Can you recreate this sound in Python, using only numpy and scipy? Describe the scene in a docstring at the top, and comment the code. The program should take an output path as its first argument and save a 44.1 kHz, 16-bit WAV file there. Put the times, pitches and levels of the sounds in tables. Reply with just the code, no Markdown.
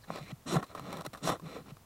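"""Outdoors, microphone close by: quiet air, a faint falling whistle (perhaps a bird), and a knife on a
ferro rod pressed on wood shavings. First the blade knocks on the rod and slides lightly along it, amid dry
ticks and crackles. Then comes a strike: a rasp of tiny slips over a low shudder, with a hiss of sparks and a
deep thud into the ground. A light slide back, a second strike and a last slide follow. The rod bobs when the
blade lets go. Friction is noisy slip trains through tool resonances; whistle and gliding resonances are
narrow noise bands; knock, bobs and thuds are short sines."""
import sys
import numpy as np
from scipy import signal
from scipy.fft import rfft, irfft, next_fast_len
from scipy.io import wavfile

SR = 44100
rng = np.random.default_rng(int(sys.argv[2]) if len(sys.argv) > 2 else 0)


def store_pcm(level_fs):
    """Save levels as 16-bit WAV."""
    pcm = np.round(np.clip(level_fs, -1, 1) * 32767).astype(np.int16)
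    wavfile.write(sys.argv[1], SR, np.atleast_2d(pcm).T)


N = 81585  # length in samples

# Outdoor air spectrum: pitch_hz, relative_level_db
AIR_COLOUR = [(20, -8.5), (45, -3), (110, 0.5), (170, -5.5), (280, -12.5), (600, -15), (1150, -17),
              (1700, -23), (4000, -26), (15000, -28.5)]
# Stereo spread of the air: pitch_hz, side_against_middle_db
AIR_SIDE = [(30, -29), (150, -36), (1000, -20.5), (4000, -16.5), (12000, -7)]
AIR_DB = -59
# Brief narrow noise bands, most of them gliding: a faint falling whistle first (perhaps a bird),
# then resonances of the rubbing contact:
# start_s, end_s, from_hz, to_hz, width_hz, level_db (rms at the height of the swell)
GLIDES = [(0.014, 0.057, 5200, 3300, 700, -67.5), (.036, .05, 1700, 1750, 250, -57),
          (0.138, 0.202, 4700, 4090, 900, -56.5), (0.197, 0.244, 165, 120, 39.8, -47),
          (0.252, 0.323, 1950, 2540, 587, -57), (.305, 0.319, 3000, 3290, 597, -53.5),
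          (0.463, 0.513, 283.3, 300, 59.5, -41), (0.512, .55, 370, 279, 79, -33),
          (0.554, 0.591, 190.2, 134, 30.3, -33), (.76, 0.846, 175.8, 145, 39.3, -46.5),
          (1.415, 1.511, 176, 142, 40, -45.5), (1.527, 1.596, 520, 474, 120, -47),
          (1.686, 1.717, 2176, 2980, 800, -65.5)]
# Dry ticks and crackles, levels before the layer trims:
# start_s, level_db, treble_against_body_db, chatter_decay_s, ring_hz
TICKS = [(.042, -53.5, -5, 0.0076, 1690), (.159, -34, -14, .004, 1200), (.185, -39, -18, 0.0056, 1210),
         (0.557, -28.5, -25, 0.0024, 755), (.567, -26.5, -16, 0.0027, 647),
         (0.6264, -37.5, -19, 0.0034, 1110), (0.629, -33.5, -15, 0.0088, 1100),
         (0.641, -49.5, 2, 0.0038, 1130), (.666, -52.5, -4, 0.0054, 1190), (0.7499, -37, -10, 0.01, 1100),
         (0.777, -39.5, -29, 0.0049, 1270), (.796, -34.5, -10, 0.0015, 1190), (.9285, -35, -3, 0.0029, 620),
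         (0.941, -38, -10, 0.0016, 1130), (.970, -41, -2.5, 0.0055, 1140), (.986, -47.5, -4, 0.011, 1210),
         (1.007, -47, -1, 0.0035, 1150), (1.010, -34.5, -8, 0.0033, 1200), (1.0194, -42.5, -4, 0.0022, 720),
         (1.0505, -36.5, -6.5, 0.0048, 1100), (1.059, -39, -8, 0.0022, 590),
         (1.0639, -31.5, -2, 0.001, 1130), (1.066, -34, -5.5, .002, 1250),
         (1.1329, -38.5, -8.5, 0.0037, 1860), (1.137, -40, -5.5, 0.0064, 1810),
         (1.149, -37.5, -17, 0.0044, 1150), (1.156, -43.5, -11, 0.0075, 1100),
         (1.173, -46.5, -5, 0.013, 1210), (1.2747, -28, -11, 0.0046, 700),
         (1.2925, -25.5, -11, 0.0038, 1170), (1.3015, -22.5, -16, 0.0025, 1160),
         (1.323, -37, -12, 0.0039, 755), (1.3975, -43.5, -10.5, 0.0029, 1080),
         (1.7692, -46, -10, 0.002, 1130)]
TICK_RING_DB, TICK_RING_WIDTH_HZ, TICK_RISE_S = -5, 136, 0.0002
# Tick spectra, dull body and bright snap: pitch_hz, relative_level_db
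TICK_BODY = [(80, -29), (200, -6.5), (600, 0.5), (1100, 1.5), (1550, -10), (2200, -14.5), (4000, -25),
             (15000, -63)]
TICK_SNAP = [(700, -18.5), (2000, 10.5), (4000, 3.5), (6000, -2.5), (9000, 0), (13000, -8), (16000, -9)]
# Light slides of the blade, one list of breakpoints each, levels before the layer trims:
# time_s, shudder_db, rasp_db, treble_db
SLIDES = [
    [(.07, -61, -61.5, -72), (.095, -40, -49.5, -58), (.135, -48.5, -44.5, -52.5), (.16, -54, -41, -49),
     (.2, -52, -49.5, -57), (.24, -52.5, -59.5, -56.5), (.262, -61, -57, -59), (.318, -47.5, -48, -52.5),
     (.326, -48.5, -66, -87)],
    [(.68, -77, -68, -65), (.71, -81, -50.5, -61), (.745, -73, -56.5, -72), (.78, -54, -45.5, -55),
     (.83, -45, -52, -62), (.87, -48, -44, -56.5), (.935, -42.5, -42.5, -53), (1.005, -45, -46, -61),
     (1.03, -64, -62, -81), (1.047, -67, -50, -60), (1.075, -58, -55, -59)],
    [(1.42, -48, -56, -83), (1.432, -43.5, -62, -68), (1.455, -47.5, -49, -59.5), (1.52, -48.5, -48, -54.5),
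     (1.56, -46, -44.5, -52.5), (1.605, -48, -54, -64), (1.645, -62, -72, -85), (1.665, -51.5, -54, -66),
     (1.708, -53.5, -54, -56), (1.72, -65, -59, -85)],
]
# Friction spectra: low shudder, rasp, treble scuff of the slides: pitch_hz, relative_level_db
SHUDDER = [(30, -52.5), (80, -11.5), (125, -6), (180, 0), (300, -5), (450, -9), (900, -42.5), (3000, -100)]
RASP = [(120, -41), (300, -5), (500, 5.5), (800, 0), (1250, -1.5), (1550, -9), (2300, -21), (3500, -19),
        (5000, -52.5), (15000, -85)]
SCUFF = [(700, -47), (1600, -11), (2300, 7), (3200, -5), (4500, -5.5), (5300, -10), (7500, -10.5),
         (10000, -16.5), (16000, -24.5)]
# Resonances of blade, rod and wood: pitch_hz, width_hz, lift_db (negative is a dip)
RESONANCES = [(159.3, 84, 7), (296.4, 38, 6), (670, 37, 1.5), (770, 45, 1.5), (906, 62, -7), (1092, 125, 3),
              (1324, 71, 5.5), (1916, 154, 7.5), (3570, 140, 7.5), (3993, 200, 11.5), (4140, 41, 7),
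              (5600, 270, 9), (6900, 240, 4), (8040, 770, 3), (11950, 840, 5.5)]
# Modes of the dull, short knock, before KNOCK_DB: pitch_hz, level_db, t60_s
KNOCK_MODES = [(223, -11, .014), (680, 8, 0.008), (1015, 2.5, 0.01), (1270, -31, 0.005)]
KNOCK_S, KNOCK_DB = .1038, -23.5
# The rod bobs as the blade lets go: start_s, level_db
BOBS = [(0.3223, -33), (0.558, -24), (1.068, -38.5), (1.717, -39.5)]
# The bob starts BOB_DROP_HZ above BOB_HZ and sinks towards it
BOB_HZ, BOB_DROP_HZ, BOB_SETTLE_S, BOB_RISE_S = 121.6, 106.7, 0.0078, .0042
# The two strikes, one list of breakpoints each, levels before the layer trims:
# time_s, shudder_db, rasp_db, spark_hiss_db, top_fizz_db
STRIKES = [
    [(0.452, -56, -73, -92, -86), (0.464, -40, -49.5, -59.5, -86), (0.48, -40, -44, -46.5, -71),
     (0.54, -32.5, -33.5, -43.5, -52.5), (0.57, -34.5, -33, -50, -64), (0.578, -42, -38.5, -62, -69),
     (0.596, -36.5, -40.5, -61, -71), (0.604, -44, -44, -61, -83), (0.614, -41, -53, -91, -86),
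     (0.622, -45, -51, -79, -76)],
    [(1.208, -63, -57, -85, -86), (1.218, -50.5, -58, -70, -86), (1.24, -33, -43, -44, -70),
     (1.258, -35.5, -39.5, -45.5, -53), (1.276, -43, -30, -39, -55), (1.298, -34.5, -33, -43, -53),
     (1.314, -35, -35, -51, -60), (1.322, -33, -34.5, -47.5, -61), (1.36, -48, -45, -65, -75),
     (1.378, -64, -59, -81, -79)],
]
# Spectra of the spark hiss and the top fizz: pitch_hz, relative_level_db
SPARKS = [(800, -37), (2200, 1.5), (3000, 4), (4000, -1.5), (4800, -3), (6300, -0.5), (8500, -1.5),
          (10000, -8.5), (12000, -21), (16000, -34)]
FIZZ = [(4000, -27), (8000, -5), (10500, 6), (12500, -1.5), (16000, -5)]
# Deep thuds of the strikes into the ground: centre_s, level_db
THUDS = [(.566, -45.5), (1.295, -46)]
THUD_HZ, THUD_WIDTH_S = 38, 0.0098
TOP_HZ = 15850  # band limit of the recorder


def amp(db):
    """Decibels to gain."""
    return 10 ** (np.asarray(db) / 20)


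def unit(x):
    """Scale to rms 1."""
    return x / np.sqrt(np.mean(x ** 2) + 1e-20)


def along(points, hz):
    """Interpolate (pitch_hz, value) points on a log frequency axis."""
    point_hz, value = np.transpose(points)
    return np.interp(np.log(hz + 1), np.log(point_hz + 1), value)


def coloured(x, gain_db):
    """Causal minimum-phase filter of unit energy, shaped by a dB response."""
    m = 2 * next_fast_len(N)
    log_gain = gain_db(np.fft.rfftfreq(m, 1 / SR)) * np.log(10) / 20
    # folding the cepstrum onto positive time makes the filter causal
    cepstrum = irfft(log_gain, m)
    cepstrum[1:m // 2] *= 2
    cepstrum[m // 2 + 1:] = 0
    response = np.exp(rfft(cepstrum))
    response /= np.sqrt(np.mean(abs(response) ** 2))
    return irfft(rfft(x, m) * response, m)[:N]


def ringing(force, colour):
    """Contact force heard through a colour and the resonances of the tools."""
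    def gain_db(f):
        lift = sum(db * np.exp(-((f - hz) / width) ** 2) for hz, width, db in RESONANCES)
        return along(colour, f) + lift
    return coloured(force, gain_db)


def slips(rate, scatter_db, smooth):
    """An uneven train of tiny slips (median gap 1 / rate s) over smooth friction noise, rms 1."""
    count = int(N / SR * 16000)  # ample slips to fill the length
    draws = rng.standard_normal((count, 3))
    gaps = np.exp(.7 * draws[:, 0])
    at = (np.cumsum(gaps) * SR / rate).astype(int)
    size = amp(scatter_db * np.clip(draws[:, 1], -2, 2)) * np.sign(draws[:, 2])
    train = np.bincount(at[at < N], size[at < N], N)
    return unit(unit(train) + smooth * rng.standard_normal(N))


def levels(strokes):
    """One gain curve per level column, silent between strokes."""
    t = np.arange(N) / SR
    total = 0
    for rows in strokes:
        times, *columns = np.transpose(rows)
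        touching = (t >= times[0]) & (t <= times[-1])
        total = total + np.array([amp(np.interp(t, times, column)) for column in columns]) * touching
    return total


def air():
    """Quiet outdoor background: coloured noise, wider in the treble."""
    mid = coloured(rng.standard_normal(N), lambda f: along(AIR_COLOUR, f))
    other = coloured(rng.standard_normal(N), lambda f: along(AIR_COLOUR, f))
    side_gain = amp(along(AIR_SIDE, np.fft.rfftfreq(N, 1 / SR)))
    side = irfft(rfft(other) * side_gain, N)
    return amp(AIR_DB) * np.array([mid + side, mid - side])


def glides():
    """The whistle, then the contact resonances: narrow noise bands that swell, mostly glide, and fade."""
    out = np.zeros(N)
    t = np.arange(N) / SR
    for start, end, from_hz, to_hz, width, db in GLIDES:
        progress = np.clip((t - start) / (end - start), 0, 1)
        lowpass = signal.butter(2, width / 2, fs=SR, output="sos")
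        narrow = signal.sosfilt(lowpass, rng.standard_normal((2, N)))
        # carry the slow noise up to the moving pitch
        phase = 2 * np.pi * np.cumsum(from_hz + (to_hz - from_hz) * progress) / SR
        band = unit(narrow[0] * np.cos(phase) + narrow[1] * np.sin(phase))
        swell = np.sqrt(4 * progress * (1 - progress))
        out += amp(db) * swell * band
    return out


def ticks():
    """Each tick is one sharp catch followed by a dying chatter, with a brief woody ring."""
    body, snap, ring = np.zeros((3, N + SR))
    t = np.arange(SR // 20) / SR
    for start, db, treble_db, decay, hz in TICKS:
        crackle = rng.standard_normal(len(t)) * amp(4.9 * rng.standard_normal(len(t)))
        chatter = crackle * np.exp(-t / decay) * (1 - np.exp(-t / TICK_RISE_S))
        # a longer chatter carries more energy
        force = 0.85 * chatter / np.linalg.norm(chatter) * np.sqrt(decay / .004)
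        force[0] -= .6  # the sharp catch
        b, a = signal.iirpeak(hz, hz / TICK_RING_WIDTH_HZ, SR)
        woody = signal.lfilter(b, a, force) * np.sqrt(SR / np.pi / TICK_RING_WIDTH_HZ)
        i = round(start * SR)
        body[i:][:len(t)] += amp(db) * force
        snap[i:][:len(t)] += amp(db + treble_db) * force
        ring[i:][:len(t)] += amp(db + TICK_RING_DB) * woody
    dull = ringing(body[:N], TICK_BODY) + ring[:N]
    bright = ringing(snap[:N], TICK_SNAP)
    return amp(18) * dull + amp(19.5) * bright


def slides():
    """The blade runs lightly back along the rough rod in three bands of slips."""
    low, mid, high = levels(SLIDES)
    shudder = ringing(low * slips(rate=650, scatter_db=-1, smooth=0.85), SHUDDER)
    rasp = ringing(mid * slips(rate=900, scatter_db=3, smooth=0.38), RASP)
    scuff = ringing(high * slips(rate=2500, scatter_db=5, smooth=.6), SCUFF)
    return amp(-2.05) * shudder + amp(-2.34) * rasp + amp(-1.13) * scuff


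def knock():
    """The blade is set down on the rod: a few damped modes, thinned below 200 Hz."""
    t = np.maximum(np.arange(N) / SR - KNOCK_S, 0)
    modes = sum(amp(db - 60 * t / t60) * np.sin(2 * np.pi * hz * t) for hz, db, t60 in KNOCK_MODES)
    softened = modes * (1 - np.exp(-t / 0.0005))
    highpass = signal.butter(2, 200, "high", fs=SR, output="sos")
    return -amp(KNOCK_DB) * signal.sosfilt(highpass, softened)


def bobs():
    """A soft thump of the rod whose pitch sinks as the pressure comes off."""
    out = np.zeros(N + SR)
    t = np.arange(SR // 10) / SR
    pitch_hz = BOB_HZ + BOB_DROP_HZ * np.exp(-t / BOB_SETTLE_S)
    phase = 2 * np.pi * np.cumsum(pitch_hz) / SR
    u = t / BOB_RISE_S
    swell = (u / 2) ** 2 * np.exp(2 - u)  # reaches 1 at u = 2
    for start, db in BOBS:
        out[round(start * SR):][:len(t)] += amp(db) * swell * np.sin(phase)
    return out[:N]


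def strikes():
    """The blade bites into the rod: it shudders, rasps and throws sparks, whose top fizz rises late."""
    low, mid, high, top = levels(STRIKES)
    shudder = ringing(low * slips(rate=700, scatter_db=1, smooth=0.47), SHUDDER)
    rasp = ringing(mid * slips(rate=1200, scatter_db=2.5, smooth=0.38), RASP)
    sparks = ringing(high * slips(rate=4600, scatter_db=4, smooth=0.93), SPARKS)
    fizz = ringing(top * slips(rate=2400, scatter_db=3.5, smooth=.8), FIZZ)
    return amp(-4.0) * shudder + amp(-0.75) * rasp + amp(2.0) * sparks + amp(2.3) * fizz


def thuds():
    """One slow push and rebound of the ground under each strike."""
    out = np.zeros(N)
    t = np.arange(N) / SR
    for centre, db in THUDS:
        swell = np.exp(-((t - centre) / THUD_WIDTH_S) ** 2)
        out += amp(db) * swell * np.sin(2 * np.pi * THUD_HZ * (t - centre))
    return out


def scene():
    """Whistle and handling are central and dry; only the background has width."""
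    central = glides() + ticks() + slides() + knock() + bobs() + strikes() + thuds()
    return air() + central


def record(dry):
    """The recorder keeps nothing above its band limit."""
    m = 2 * next_fast_len(N)
    kept = np.fft.rfftfreq(m, 1 / SR) < TOP_HZ
    return irfft(rfft(dry, m) * kept, m)[:, :N]


dry = scene()
out = record(dry)
store_pcm(out)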